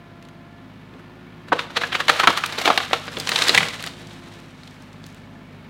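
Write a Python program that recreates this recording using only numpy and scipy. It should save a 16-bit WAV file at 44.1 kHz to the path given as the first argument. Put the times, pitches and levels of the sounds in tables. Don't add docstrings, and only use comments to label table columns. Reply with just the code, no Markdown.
import sys
import numpy as np
from scipy import signal
from scipy.fft import rfft, irfft, next_fast_len
from scipy.io import wavfile
from scipy.ndimage import uniform_filter1d

SR = 44100
rng = np.random.default_rng(int(sys.argv[2]) if len(sys.argv) > 2 else 0)


def wrap_up_sound(samples):
    columns = np.atleast_2d(samples).T
    tamed = np.clip(columns, -1, 1)
    steps = np.round(tamed * 32767).astype(np.int16)
    wavfile.write(sys.argv[1], SR, steps)


N = 250929
TIME = np.arange(N) / SR

# peak_s, rise_s, level_db, ring_hz, bass_db_per_octave, treble_db_per_octave
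TRUNK_CRACKS = [(1.484, 0.0031, -36, 1158, 2, 1.5), (1.521, 0.0011, -8.5, 1020, 4, -14),
                (1.528, .001, -9, 1000, 5.5, -3.5), (1.593, .003, -15.5, 3370, -1.5, -3),
                (1.703, 0.0031, -33, 1080, .5, -3.5), (1.771, .006, -12.5, 4060, 1.5, -0.9),
                (1.817, .004, -20, 3820, -0.5, -1), (1.837, .003, -15, 1670, -4.5, -5),
                (1.928, 0.0069, -19.5, 3150, -4.5, -3.5), (1.953, 0.0053, -14, 2850, -2.5, -2),
                (2.005, .007, -16.5, 1110, -1.5, -0.5), (2.083, 0.00097, -10.5, 640, -3, -0.6),
                (2.096, 0.0024, -4, 1265, 0.5, -0.5), (2.199, .004, -9.5, 1300, -1.5, 0),
                (2.237, 0.0036, -10.5, 1006, 1.5, -3.5), (2.273, 0.00028, 0.5, 864, -3, -5),
                (2.299, .003, -14.5, 1120, 5, .8), (2.375, .004, -15, 1216, -3, 2),
                (2.437, 0.00067, -13, 1240, -9, -2.5), (2.526, .003, -24.5, 4050, 4, 3),
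                (2.585, 0.0062, -19.5, 4360, 5, 1.2), (2.615, 0.0031, -21.5, 735, .5, 2.4),
                (2.657, 0.0029, -11, 786, 2.5, 1.5), (2.678, 0.0041, -9, 780, 3.5, -3),
                (2.702, 0.00046, -5.5, 810, 3.5, -5), (2.7766, .0003, -6, 3275, -1, -0.3),
                (2.802, 0.00045, -18.5, 810, -5, -3), (2.911, .001, -23.5, 2200, 0.5, -9),
                (2.932, 0.00069, -8, 890, 1, -1.5)]
# frequency_hz, level_db
TRUNK_TONE = [(60,-78),(140,-17.5),(250,-12),(400,-7),(630,-4.5),(1000,-2.5),(1600,-1.5),(2500,-3),(4000,-5),(5000,-14),(8000,-22.5),(14000,-34)]
# frequency_hz, level_db
BRANCH_TONE = [(60,-53),(140,-30),(250,-13),(400,-4),(630,-4),(1000,-3),(1600,-2),(2500,-3),(4000,-2.5),(5000,-10),(8000,-13.5),(14000,-29.5)]


def gain(db):
    return 10 ** (np.asarray(db) / 20)


def unit(x):
    return x / np.sqrt(np.mean(x ** 2) + 1e-20)


def curve(points):
    return np.interp(TIME, *np.transpose(points))


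def tone_db(points, hz):
    known_hz, db = np.transpose(points)
    return np.interp(np.log(hz), np.log(known_hz), db)


def colour(x, db_at):
    n = 2 * next_fast_len(len(x) // 2 + 1024)
    hz = np.maximum(np.fft.rfftfreq(n, 1 / SR), 1)
    cepstrum = irfft(np.log(gain(db_at(hz))))
    cepstrum[1:n // 2] *= 2
    cepstrum[n // 2 + 1:] = 0
    return irfft(rfft(x, n) * np.exp(rfft(cepstrum)))[:len(x)]


def wander(rate_hz):
    step = max(int(SR / rate_hz), 2)
    held = np.repeat(rng.standard_normal(N // step + 1), step)
    return unit(uniform_filter1d(uniform_filter1d(held, step), step)[:N])


def clicks(n, per_s, spread_db):
    chance, size, sign = rng.random(n), rng.exponential(size=n), rng.choice([-1, 1], n)
    return (chance < per_s / SR) * sign * gain(spread_db * np.minimum(size, 4))


def swell(rise_s, fall_s):
    t = np.arange(-int(4 * rise_s * SR) - 1, int(7 * fall_s * SR) + 64) / SR
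    return t, np.exp(np.where(t < 0, t / rise_s, -t / fall_s))


def add(out, x, start_s):
    i = max(int(start_s * SR), 0)
    out[i:i + len(x)] += x[:max(N - i, 0)]


def exhaust(cycles):
    # times_per_cycle, level_db
    tones = [(3,-6),(4,-17),(5,-18),(6,0.5),(7,-14),(8,-15),(9,2),(10,-5),(11,-4),(12,-6),(13,-6),(14,-6),(15,-0.5),(16,-10.5),(17,-30),(18,-31),(19,-28),(21,-13),(24,-14.5),(27,-14),(30,-14.5),(33,-13),(36,-12.5),(50,-14)]
    hum = 0
    for multiple, db in tones:
        flutter_db = 1.2 * min(multiple / 18, 1) * wander(14)
        hum += gain(db + flutter_db) * np.sin(2 * np.pi * (multiple * cycles + rng.random()))
    return unit(hum)


def engine_knock(cycles):
    # frequency_hz, level_db
    block_tone = [(25,-61),(45,-31),(70,-14.5),(130,-6),(260,-8),(400,-15),(520,-18),(900,-17),(1500,-19.5),(2250,-22.5),(2550,-23),(4000,-29),(5500,-38.5),(8000,-45.5),(15000,-49.5)]
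    since_firing = (3 * cycles) % 1
    pulses = 1 + 0.42 * np.exp(-since_firing / 0.31)
    pulses *= 1 + 0.041 * np.cos(2 * np.pi * cycles)
    return unit(colour(rng.standard_normal(N) * pulses, lambda hz: tone_db(block_tone, hz)))


def oil_pump(cycles):
    # start_s, end_s, hum_db, whine_db, overtones_db
    moves = [(-.2, .68, -58.5, -56.5, -58.5), (0.853, 2.9, -53.5, -64, -59), (3.9, 4.452, -51, -60, -60),
             (5.25, 5.5, -76, -59, -61.5)]
    # multiple_of_hum_pitch, level_db
    whine_tones = [(3,-4),(4,-7),(5,-7),(6,-29)]
    valve_s = .15
    gains = 0
    for start_s, end_s, *levels_db in moves:
        opening = np.clip(np.minimum(TIME - start_s, end_s - TIME) / valve_s + .5, 0, 1)
        gains += gain(levels_db)[:, None] * opening
    hum_gain, whine_gain, overtone_gain = gains
    phase = 2 * np.pi * 20 * cycles + 0.078 * wander(60)
    overtones = sum(gain(db + 2 * wander(5.1)) * np.sin(k * phase) for k, db in whine_tones)
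    hum = hum_gain * gain(0.47 * wander(3.5)) * np.sin(phase)
    whine = whine_gain * np.sin(2 * phase) + overtone_gain * overtones
    return np.sqrt(2) * (hum + whine)


def cover_rattle(cycles):
    # pitch_hz, width_hz, level_db
    rings = [(1750,59,-2),(2230,130,-4)]
    knocks = rng.standard_normal(N) * np.exp(-(cycles % 1) / 0.49) * gain(2 * wander(15))

    def metal_db(hz):
        power = sum(gain(db) ** 2 / (1 + (2 * (hz - pitch) / width) ** 2) ** 2
                    for pitch, width, db in rings)
        return 10 * np.log10(power + 1e-6)
    return unit(colour(knocks, metal_db))


def digger():
    # time_s, firing_hz
    speed = [(0, 51.87), (.14, 51.1), (.73, 51.98), (1.2, 53.72), (1.42, 53.2), (2.14, 51.6), (2.55, 52.24),
             (2.95, 49.92), (3.2, 52.78), (3.56, 54.44), (4.02, 53), (4.45, 51.22), (5.69, 51.02)]
    # time_s, load_db
    load = [(0, -2), (.5, -1.1), (1.5, .6), (2.5, 1), (3.5, 3.5), (4.35, 0.9), (4.55, -1.5), (5.05, 1.5),
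            (5.69, 0.7)]
    load_db = curve(load)
    firing_hz = curve(speed) * (1 + .002 * wander(17))
    cycles = np.cumsum(firing_hz) / SR / 3
    hum = gain(-45 + load_db) * exhaust(cycles)
    knock = gain(-47 + 0.55 * load_db) * engine_knock(cycles)
    pump = oil_pump(cycles)
    rattle = gain(-61.5 + 1.8 * load_db) * cover_rattle(cycles)
    return hum + knock * gain(0.54 * wander(6.1)) + pump + rattle


def splinter(tone, rise_s, fall_s, ring_hz, bass, treble, fibres_per_s, spread_db, ring_db, snap):
    # multiple_of_ring_hz, width_hz, boost_db
    rings = [(1,170,5),(1.52,110,5),(2.3,110,0.5)]
    t, shape = swell(max(rise_s, 1e-4), max(fall_s, 1e-3))
    fibres = unit(clicks(len(t), fibres_per_s, spread_db)) * shape
    fibres[np.argmax(shape)] += snap * np.exp(-rise_s / 0.00094) * np.linalg.norm(fibres)

    def wood_db(hz):
        octaves = np.log2(np.maximum(hz, 400) / 1500)
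        tilt = bass * np.maximum(-octaves, 0) + treble * np.maximum(octaves, 0)
        broad_ring = ring_db * np.exp(-(2 * np.log2(hz / ring_hz)) ** 2)
        narrow_rings = sum(db / (1 + (2 * (hz - k * ring_hz) / width) ** 2) for k, width, db in rings)
        return tone_db(tone, hz) + broad_ring + narrow_rings + tilt
    return -t[0], unit(colour(fibres, wood_db)) * np.sqrt(np.mean(shape ** 2))


def branch_snaps():
    # peak_s, level_db, ring_hz, treble_db_per_octave
    snaps = [(0.226, -42, 1780, 3), (.251, -44.5, 3400, 3), (0.287, -42, 1860, 2), (.938, -46.5, 3420, -5),
             (2.461, -17.5, 2490, 7.5), (3.08, -24.5, 4840, -9), (3.17, -21, 3430, -4.5),
             (3.186, -29, 6000, 13), (3.2, -18, 4830, 7), (3.273, -17, 4710, -1), (3.292, -11, 2580, 3.5),
             (3.318, -14, 4670, -4.5), (3.359, -8.5, 3800, 0), (3.389, -13.5, 1900, 0.5),
             (3.421, -8.5, 3850, 0.5), (3.439, -17.5, 4710, 0), (3.483, -8.5, 4900, 3.5),
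             (3.494, -5.5, 4670, -3.5), (3.548, -4.5, 2000, 0.5), (3.5767, -1.5, 2040, 0),
             (3.582, -6.5, 2260, -1.5), (3.606, -16, 3150, -10), (3.63, -15, 2230, -3),
             (3.686, -21, 3860, 1), (3.796, -31.5, 2710, -6), (3.826, -25.5, 3066, 7), (3.84, -22, 1990, 1),
             (3.864, -26, 4560, 10), (3.873, -23.5, 3140, -1), (4.071, -38, 4715, 5),
             (4.109, -37, 3197, -2), (4.634, -38.5, 4434, -1), (4.676, -37, 3357, 1),
             (4.823, -43, 5004, 11), (4.93, -47, 5000, 6), (5.0407, -38, 4350, 0), (5.066, -36.5, 1775, 8),
             (5.146, -43, 1800, 7)]
    out = np.zeros(N)
    for peak_s, db, ring_hz, treble in snaps:
        rise_s, fall_s = .0006, 0.0036 * 2 ** (-treble / 7.5)
        lead_s, crack = splinter(BRANCH_TONE, rise_s, fall_s, ring_hz, bass=-1, treble=treble,
                                 fibres_per_s=6300, spread_db=4.0, ring_db=7.5, snap=0.84)
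        add(out, gain(db) * crack, peak_s - lead_s)
    return out


def thuds():
    # peak_s, rise_s, fall_s, level_db, pitch_hz
    knocks = [(.955, 0.026, .037, -43, 294), (.994, 0.0042, .0104, -44.5, 1400),
              (2.277, .005, 0.011, -35.5, 82), (2.277, .002, 0.01, -19, 256),
              (2.691, 0.016, .024, -44, 151), (3.172, 0.0045, 0.023, -29, 450),
              (3.18, 0.028, 0.052, -36, 166), (3.5, 0.033, 0.071, -32.5, 303.2),
              (3.549, .008, .0167, -41, 75), (3.58, .026, 0.059, -30.5, 169)]
    out = np.zeros(N)
    for peak_s, rise_s, fall_s, db, pitch in knocks:
        t, shape = swell(rise_s, fall_s)
        burst = rng.standard_normal(len(t)) * shape
        blow = colour(burst, lambda hz: -14 * np.log10(1 + (2.2 * (hz / pitch - pitch / hz)) ** 2))
        add(out, gain(db) * unit(blow) * np.sqrt(np.mean(shape ** 2)), peak_s + t[0])
    return out


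def trunk_cracks():
    out = np.zeros(N)
    for peak_s, rise_s, db, ring_hz, bass, treble in TRUNK_CRACKS:
        fall_s = 0.0069 * (1010 / ring_hz) ** 0.44 + .5 * rise_s
        lead_s, crack = splinter(TRUNK_TONE, rise_s, fall_s, ring_hz, bass, treble,
                                 fibres_per_s=4000, spread_db=3.0, ring_db=3.5, snap=0.31)
        add(out, gain(db) * crack, peak_s - lead_s)
    return out


def crackle_gains():
    # peak_s, growth_db_per_s, fade_db_per_s, wood_db, twig_db
    stages = [(2.15, 220, 55, -26.5, -39.5), (2.7, 30, 42, -28.5, -41.5), (3.38, 53, 46, -28.5, -38),
              (3.579, 38, 90, -23.5, -51), (3.865, 200, 252, -35, -49), (3.9, 60, 12, -46.5, -59),
              (5.07, 300, 120, -52.5, -60.5)]
    wood_power, twig_power = np.zeros(N), np.zeros(N)
    for peak_s, growth, fade, wood_db, twig_db in stages:
        swell_db = np.minimum(growth * (TIME - peak_s), fade * (peak_s - TIME))
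        wood_power += gain(wood_db + swell_db) ** 2
        twig_power += gain(twig_db + swell_db) ** 2
    for peak_s, _, db, *_ in TRUNK_CRACKS:
        tearing = gain(0.39 * db) * np.exp(-TIME[:SR] / 0.047)
        add(wood_power, (gain(-25.5) * tearing) ** 2, peak_s)
        add(twig_power, (gain(-39) * tearing) ** 2, peak_s)
    return np.sqrt(wood_power), np.sqrt(twig_power)


def crackle():
    wood_gain, twig_gain = crackle_gains()
    started = np.interp(TIME, (1.51, 1.6), (0, 1))
    swaying = np.interp(TIME, (1.6, 1.85), (0, 1))
    fallen = np.interp(TIME, (2.9, 3.25), (0, 1))
    settled = np.interp(TIME, (3.7, 4.4), (.25, .85))
    trunk = unit(colour(clicks(N, 2500, 2.3), lambda hz: tone_db(TRUNK_TONE, hz)))
    branches = unit(colour(clicks(N, 2400, 2.4), lambda hz: tone_db(BRANCH_TONE, hz)))
    wood = gain(-1.0) * (1 - 0.17 * fallen) * trunk + gain(-1.5) * fallen * branches
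    # frequency_hz, level_db
    twig_tone = [(1000,-27),(3000,-8),(5000,10),(8000,1),(12000,-3),(15500,-15)]
    rustle = unit(clicks(N, 2400, 3.3) * gain(4.5 * wander(260)))
    ticks = unit(clicks(N, 110, 3.8))
    twigs = unit(colour((1 - settled) * rustle + settled * ticks, lambda hz: tone_db(twig_tone, hz)))
    return started * gain(2.0 * wander(70)) * (wood_gain * wood + swaying * twig_gain * twigs)


def tree_echoes(x):
    # low_hz, high_hz, fade_s (time to drop 60 dB), level_db
    bands = [(320,673,0.26,-6),(790,4600,0.53,-15.5),(3380,12000,0.42,-12.5)]
    t = TIME[:SR]
    response = 0
    for low_hz, high_hz, fade_s, db in bands:
        shape = (1 - np.exp(-t / 0.0083)) * np.exp(-np.log(1000) * t / fade_s)
        echoes = clicks(SR, per_s=5000, spread_db=7.3) * shape
        band = signal.butter(2, (low_hz, high_hz), "bandpass", fs=SR, output="sos")
        response += gain(db) * signal.sosfilt(band, echoes / np.linalg.norm(echoes))
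    return x + signal.fftconvolve(x, response)[:N]


def scene():
    breaking = trunk_cracks() + branch_snaps() + crackle()
    return (tree_echoes(breaking) + thuds() + digger())[None]


def record(dry):
    top_hz = 15850
    treble_cut = signal.ellip(16, .1, 70, top_hz, fs=SR, output="sos")
    return signal.sosfilt(treble_cut, np.clip(dry, -1, 1))


dry = scene()
out = record(dry)
wrap_up_sound(out)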